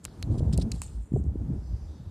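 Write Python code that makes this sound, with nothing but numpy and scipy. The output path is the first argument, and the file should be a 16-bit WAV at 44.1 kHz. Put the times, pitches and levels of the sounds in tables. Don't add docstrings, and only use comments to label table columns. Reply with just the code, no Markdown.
import sys
import numpy as np
from scipy import signal
from scipy.io import wavfile
from scipy.ndimage import uniform_filter1d

SR = 44100
rng = np.random.default_rng(int(sys.argv[2]) if len(sys.argv) > 2 else 0)


def bounce(signal):
    frames = np.transpose(np.atleast_2d(signal))
    limited = np.clip(frames, -1, 1)
    pcm = np.round(limited * 32767).astype(np.int16)
    wavfile.write(sys.argv[1], SR, pcm)


def ratio_of_db(decibels):
    return 10 ** (np.asarray(decibels, float) / 20)


N = 92610


def evened(x):
    return x / np.sqrt(np.mean(x ** 2) + 1e-20)


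def read(points, hz):
    f, value = np.transpose(points)
    return np.interp(np.log(hz + 1), np.log(f + 1), value)


def add(mix, start_s, sound):
    part = mix[round(start_s * SR):][:len(sound)]
    part += sound[:len(part)]


def bins_and_times(size):
    hz = np.fft.rfftfreq(size, 1 / SR)[:, None]
    t = np.arange(N * 4 // size + 5) * size / 4 / SR
    return hz, t


def noise(db, size):
    a, b = rng.standard_normal(db.shape[::-1] + (2,)).T
    return signal.istft((a + 1j * b) * ratio_of_db(db), nperseg=size, noverlap=size * 3 // 4)[1][:N]


def patches(shape, bins, frames):
    z = rng.standard_normal(shape[::-1]).T
    z = uniform_filter1d(z, size=bins, axis=0)
    return evened(uniform_filter1d(z, size=frames, axis=1))


def unit(db):
    return db - 10 * np.log10((ratio_of_db(db) ** 2).sum(0, keepdims=True))


# t/s, level/dB
GUST = [(0.0, -63), (0.06, -39.5), (0.13, -53), (0.3, -23.5), (0.58, -21.5), (0.87, -40), (0.99, -36),
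        (1.08, -55), (1.14, -22), (1.22, -31.5), (1.48, -30.5), (1.52, -25.5), (1.64, -36.5), (1.75, -33),
        (1.78, -42.5), (1.83, -32.5), (1.89, -50), (2.1, -37.5)]
# f/Hz, level/dB [dB per Hz]
CALM = [(12, -65), (20, -31), (40, -6.5), (65, 6), (310, -28.5), (341, -29.5), (515, -50), (900, -33),
        (1170, -74), (1980, -120)]
# f/Hz, level/dB [dB per Hz]
GALE = [(12, -43), (20, 6.5), (70, 1), (126, 2), (217, -6), (323, -13), (409, -23), (715, -37), (1500, -55),
        (1950, -83), (3300, -120)]


def gusts():
    calm_db, gale_db, gust_db = -41, -24.5, -1.5
    patch_db, lump_db, lumps_per_s = 3, 1.5, 22
    hz, t = bins_and_times(2048)
    strong = np.clip((np.interp(t, *np.transpose(GUST)) - calm_db) / (gale_db - calm_db), 0, 1)
    calm = read(CALM + [(3000, -86)], hz)
    gale = read(GALE + [(4000, -100)], hz)
    colour = (1 - strong) * calm + strong * gale
    colour = unit(colour + patch_db * patches(colour.shape, bins=4, frames=3))
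    eddies = evened(noise(colour, size=2048))

    power = uniform_filter1d(uniform_filter1d(eddies ** 2, size=2500), size=1500)
    steady = eddies / np.sqrt(power)
    s = np.arange(N) / SR
    rates = lumps_per_s * np.geomspace(.3, 2, num=24)
    lumps = evened(sum(np.sin(2 * np.pi * (f * s + rng.random())) for f in rates))
    lumpy = steady * evened(ratio_of_db(lump_db * lumps))
    level = ratio_of_db(gust_db + np.interp(s, *np.transpose(GUST)))
    return (lumpy + flutter(np.interp(s, t, strong))) * level


def tower():
    centre_hz, width_hz, level_db = 185, 50, -59
    hz, t = bins_and_times(2048)
    field = -20 * np.log10(1 + (2 * (hz - centre_hz) / width_hz) ** 2) + 0 * t
    return ratio_of_db(level_db) * evened(noise(field, size=2048))


# f/Hz, level/dB [dB per Hz]
WASH = [(80, -32.5), (190, -8.5), (450, -23.5), (1300, -33.5), (2400, -44.5), (5000, -46), (7800, -43.5),
        (14500, -56.5)]
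# t/s, level/dB, boost or scoop of a middle band [dB]
WASH_LEVEL = [(0.0, -63.5, 2), (.1, -59, -8), (.2, -57.5, 1), (0.4, -56.5, -0.5), (0.67, -57.5, 0.5),
              (.95, -62, 6), (1.07, -64.5, -5.5), (1.33, -62, -2.5), (1.45, -60.5, -1.5),
              (1.74, -60.5, 1.5), (2.1, -61, -0.5)]


def wash_power(hz, t):
    wash_db, patch_db, scoop_hz, scoop_octaves = 8, .8, 5060, 0.34
    s, db, scoop_db = np.transpose(WASH_LEVEL)
    wash = unit(read(WASH, hz)) + wash_db + np.interp(t, s, db)
    scoop = np.exp(-(np.log2((hz + 1) / scoop_hz) / scoop_octaves) ** 2 / 2)
    wash = wash + np.interp(t, s, scoop_db) * scoop
    return ratio_of_db(wash + patch_db * patches(wash.shape, bins=4, frames=40)) ** 2


# t/s, length [s], level/dB, share of the high resonance [0-1], fade by 60 dB [s]
RUBS = [(0.033, 0.013, -62, .7, 0.04), (0.048, .03, -66, 0, 0.64), (0.307, 0.048, -63.5, 0.6, 0.074),
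        (0.378, 0.019, -52.5, 0.58, 0.019), (0.525, 0.012, -43, 0.32, 0.05), (0.535, 0.0075, -52, 0, 0.053),
        (.577, 0.0099, -54, 0.5, 0.033), (0.595, 0.0084, -49.5, 0.25, 0.026),
        (0.717, 0.008, -60, 0.5, 0.026), (0.61, 0.015, -47, 0.34, 0.044), (0.732, 0.038, -59.5, 0.79, 0.46),
        (0.817, 0.017, -48, 0.88, 0.14), (0.826, 0.058, -59.5, 0.94, 0.53), (1.004, 0.069, -72, 1, .05),
        (1.13, 0.069, -67.5, 1, 0.05), (1.07, 0.19, -75.5, 1, .3)]
# f/Hz, level/dB [dB per Hz]
RUB_LOW = [(1000, -18), (2300, -19), (3300, -8), (4200, -3), (5500, -6), (6300, -15), (9000, -24),
           (14000, -33)]
# f/Hz, level/dB [dB per Hz]
RUB_HIGH = [(2500, -10.5), (5500, -20), (7200, 1), (8600, 0.5), (11000, -16.5), (14000, -21)]


def rub_power(hz, t):
    rise_s, grit_db = .004, 4
    low, high = (ratio_of_db(2 * unit(read([(200, -52)] + k, hz))) for k in (RUB_LOW, RUB_HIGH))
    grit = ratio_of_db(2 * grit_db * patches((len(hz), len(t)), bins=8, frames=2))
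    power = 0
    for start, length, db, share, t60 in RUBS:
        fade_db = -60 * np.maximum(t - start - length, 0) / t60
        shape = np.clip((t - start) / rise_s, 0, 1) * ratio_of_db(db + fade_db)
        power = power + shape ** 2 * ((1 - share) * low + share * high) * grit
    return power


TICK_S = [.0426, .0433, .0456, .0518, .2266, .2268, .5355, .5769, .7158, .7179, .7194, .7212, .7433, .747,
          .752, .8183, 1.24, .0517, .5768, .8182, .761]
# level/dB, snap f/Hz, ring level/dB, ring fade by 60 dB [s]
TICKS = [(-40, 8000, -20, .006), (-34, 8100, -8, .006), (-41, 7500, -14, .005), (-18.5, 7430, -21, 0.018),
         (-35, 11000, -30, .006), (-24, 6200, -9.5, 0.027), (-29.5, 6300, 0.5, 0.0088),
         (-19.5, 8500, -14.5, 0.014), (-37, 7700, -12, .006), (-20, 7230, -10.5, 0.016),
         (-32, 4800, -2.5, 0.019), (-30, 6600, -15, .006), (-47, 6700, -15, .01), (-44, 8700, -20, .006),
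         (-40, 8500, -23, .006), (-18.5, 8200, -15, 0.011), (-50, 6800, -27, .006), (-28, 11000, -40, .006),
         (-38, 12000, -40, .006), (-37, 13600, -40, .006), (-44, 9300, -30, .006)]
# f/Hz, level/dB
RING = [
    (4050, 0),
    (4400, -6),
    (3720, -8),
]


def ticks():
    lead_s, snap_s = .001, .00011
    ring_rise_s, sag, sag_s = .0004, .4, .0012
    out = np.zeros(N)
    u = np.arange(2000) / SR - lead_s
    late = np.maximum(u, 0)
    band = signal.butter(2, [5000, 11500], "band", fs=SR)
    sagging = late + sag * sag_s * (1 - np.exp(-late / sag_s))
    ring = sum(ratio_of_db(db) * np.sin(2 * np.pi * hz * sagging) for hz, db in RING)
    ring = (1 - np.exp(-late / ring_rise_s)) * ring
    rattle_level = ratio_of_db(-32.5 - 60 * late / 0.052) + ratio_of_db(-16 - 60 * late / .007)
    rattle_level = rattle_level * ratio_of_db(60 * (u - late) / .003)
    grains = rng.standard_normal((len(TICKS), 2000))
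    for start, (db, snap_hz, ring_db, t60), z in zip(TICK_S, TICKS, grains):
        snap = np.exp(-(u / snap_s) ** 2 / 2) * np.cos(2 * np.pi * snap_hz * u)
        rattle = signal.lfilter(*band, z) * rattle_level
        ringing = ratio_of_db(ring_db - 60 * late / t60) * ring
        add(out, start - lead_s, ratio_of_db(db) * (snap + rattle + ringing))
    return out


# t/s, level/dB, f/Hz, fade by 60 dB [s]
KNOCKS = [(.0519, -27, 2770, .004), (0.0509, -34.5, 1140, 0.0042), (0.0575, -24, 1290, 0.0013),
          (.0578, -37, 606, 0.0056), (0.0817, -42, 1500, .004), (0.227, -22, 2700, 0.0017),
          (0.5777, -38.5, 2720, 0.0045), (0.7176, -32, 2470, 0.0047), (0.72, -38.5, 2680, 0.0083),
          (.7415, -48, 2680, .005), (.8185, -32.5, 2600, 0.0075), (.8183, -31, 1050, 0.0082)]


def knocks():
    out, t = np.zeros(N), np.arange(2000) / SR
    for start, db, pitch_hz, t60 in KNOCKS:
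        add(out, start, ratio_of_db(db - 60 * t / t60) * np.sin(2 * np.pi * pitch_hz * t))
    return out


def burst(u):
    return (1 - u ** 2) * np.exp(-u ** 2 / 2)


def flutter(strong):
    per_s, level_db, spread_db, widths_ms = 160, -18.5, 2.5, (0.42, 0.51, 0.75)
    t_ms = np.arange(-200, 201) / SR * 1000
    out = np.zeros(N)
    for width_ms in widths_ms:
        a, b, c = rng.random((N, 3)).T
        happens = a < strong * per_s / len(widths_ms) / SR
        train = happens * np.sign(b - .5) * ratio_of_db(-spread_db * np.log(c + 0.049))
        out += np.convolve(train, burst(t_ms / width_ms), "same")
    return ratio_of_db(level_db) * out


# t/s, level/dB, f/Hz, length [s]
ROLLS = [(0.22, -33, 85, 0.027), (0.24, -23, 58, 0.012), (0.31, -17.5, 100, 0.02), (0.421, -30, 82, 0.035),
         (0.47, -14.5, 69.5, 0.019), (0.58, -16, 64, 0.018), (0.75, -32, 61.6, 0.04),
         (.43, -30.5, 147, 0.033), (1.7, -31.5, 59, 0.046), (1.9, -33, 72, 0.04), (0.61, -36, 66, 0.04),
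         (1.2, -27.5, 68, 0.037), (0.978, -28.5, 56, 0.065), (1.153, -22, 113, 0.017),
         (1.138, -25.5, 156, 0.01), (1.18, -28, 210, 0.019), (.33, -34, 150, .025),
         (1.5, -28.5, 147.5, 0.0346), (1.165, -25.5, 397, 0.0083), (1.164, -34, 700, 0.0049),
         (1.279, -22, 74.4, 0.038), (1.373, -31.5, 58.5, 0.06), (1.527, -25, 68, 0.04),
         (1.736, -22, 65, 0.017), (1.823, -29, 73, 0.013), (2.019, -42, 106, 0.033),
         (2.084, -35.5, 100, 0.032)]


def rolls():
    s, out = np.arange(N) / SR, np.zeros(N)
    for at, db, pitch_hz, length in ROLLS:
        swell = np.exp(-2 * ((s - at) / length) ** 2)
        out += ratio_of_db(db) * swell * np.cos(2 * np.pi * pitch_hz * (s - at))
    return out


# t/s, level/dB, width [ms]
POPS = [(.306, -29, 0.68), (.345, -35, 0.4), (.407, -26.5, 0.56), (0.458, -42, 0.46), (0.478, -27.5, 0.55),
        (0.545, -30, 0.7), (0.5881, -21, 0.55), (0.7438, -27, 1.45), (1.121, -20, 1.17),
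        (1.1385, -14.5, 1.1), (1.1392, -29, 0.57), (1.172, -31, 0.62), (1.211, -32, 0.93),
        (1.1623, -31, 0.54), (1.1644, -30, 0.75), (1.2, -28, 0.99), (1.245, -28.5, 1.05), (1.265, -28, 1),
        (1.3577, -22, 0.91), (1.504, -19, 1.26), (1.723, -47, 1.7), (2.002, -32, 1.63)]


def pops():
    s, out = np.arange(N) / SR, np.zeros(N)
    for at, db, width_ms in POPS:
        out += ratio_of_db(db) * burst((s - at) * 1000 / width_ms)
    return out


# t/s, level/dB, centre f/Hz
SWISH = [
    (1.3, -95, 5200),
    (1.5, -80, 5000),
    (1.6, -77, 4950),
    (1.66, -68.5, 4930),
    (1.76, -71, 4850),
    (1.84, -70.5, 5050),
    (1.89, -69, 4800),
    (1.97, -69, 4620),
    (2.03, -75, 4500),
    (2.1, -74, 4500),
]


def swish_power(hz, t):
    width_hz, patch_db = 1050, 2.5
    strand_hz, strand_db, strand_from_s = 3680, 1, 1.86
    upper_hz, upper_db = 5850, -2
    s, db, centre = np.transpose(SWISH)
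    main = 1 / (1 + (2 * (hz - np.interp(t, s, centre)) / width_hz) ** 2) ** 2.4
    growth = np.clip((t - strand_from_s) / .04, 0, 1 + 40 * np.maximum(t - 1.98, 0))
    strand = growth * ratio_of_db(2 * strand_db) / (1 + (4 * (hz - strand_hz) / width_hz) ** 2) ** 2
    upper = ratio_of_db(2 * upper_db) / (1 + (4 * (hz - upper_hz) / width_hz) ** 2) ** 2
    bumps = main + strand + upper
    mottle_db = patch_db * patches(bumps.shape, bins=2, frames=10)
    return bumps / bumps.sum(0) * ratio_of_db(2 * np.interp(t, s, db) + mottle_db)


# f/Hz, share [0-1]
WIDE = [(4600, 0), (5400, .22), (7500, .68), (14000, .6)]


def stereo_hiss():
    hz, t = bins_and_times(256)
    power = wash_power(hz, t) + rub_power(hz, t) + swish_power(hz, t)
    field = 10 * np.log10(power) + 10 * np.log10(4 / 3)
    bands = (12 * np.log(hz[:, 0] / 300 + 1)).astype(int)
    band, block = np.meshgrid(bands, np.arange(len(t)) // 32, indexing="ij")
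    chance = rng.random((block.max() + 1, band.max() + 1)).T
    apart = chance[band, block] < read(WIDE, hz)
    side = noise(field + np.where(apart, -4, -100), size=256)
    mid = noise(field - np.where(apart, 3, 0), size=256)
    return mid + side * np.array([[1], [-1]])


def scene():
    wind = gusts() + rolls() + pops()
    case = ticks() + knocks()
    return wind + tower() + case + stereo_hiss()


def low_pass(x):
    return signal.sosfilt(signal.butter(12, 14810, fs=SR, output="sos"), x)


def record(dry):
    low_cut_hz, limit, edge_hz = 44.8, 0.27, 14350
    thin = signal.sosfilt(signal.butter(5, low_cut_hz, "high", fs=SR, output="sos"), dry)
    thin = limit * np.tanh(thin / limit)
    treble_cut = signal.firwin(511, edge_hz, window=("kaiser", 9), fs=SR)
    cut = signal.oaconvolve(thin, treble_cut[None], "same")
    return low_pass(cut)


dry = scene()
out = record(dry)
bounce(out)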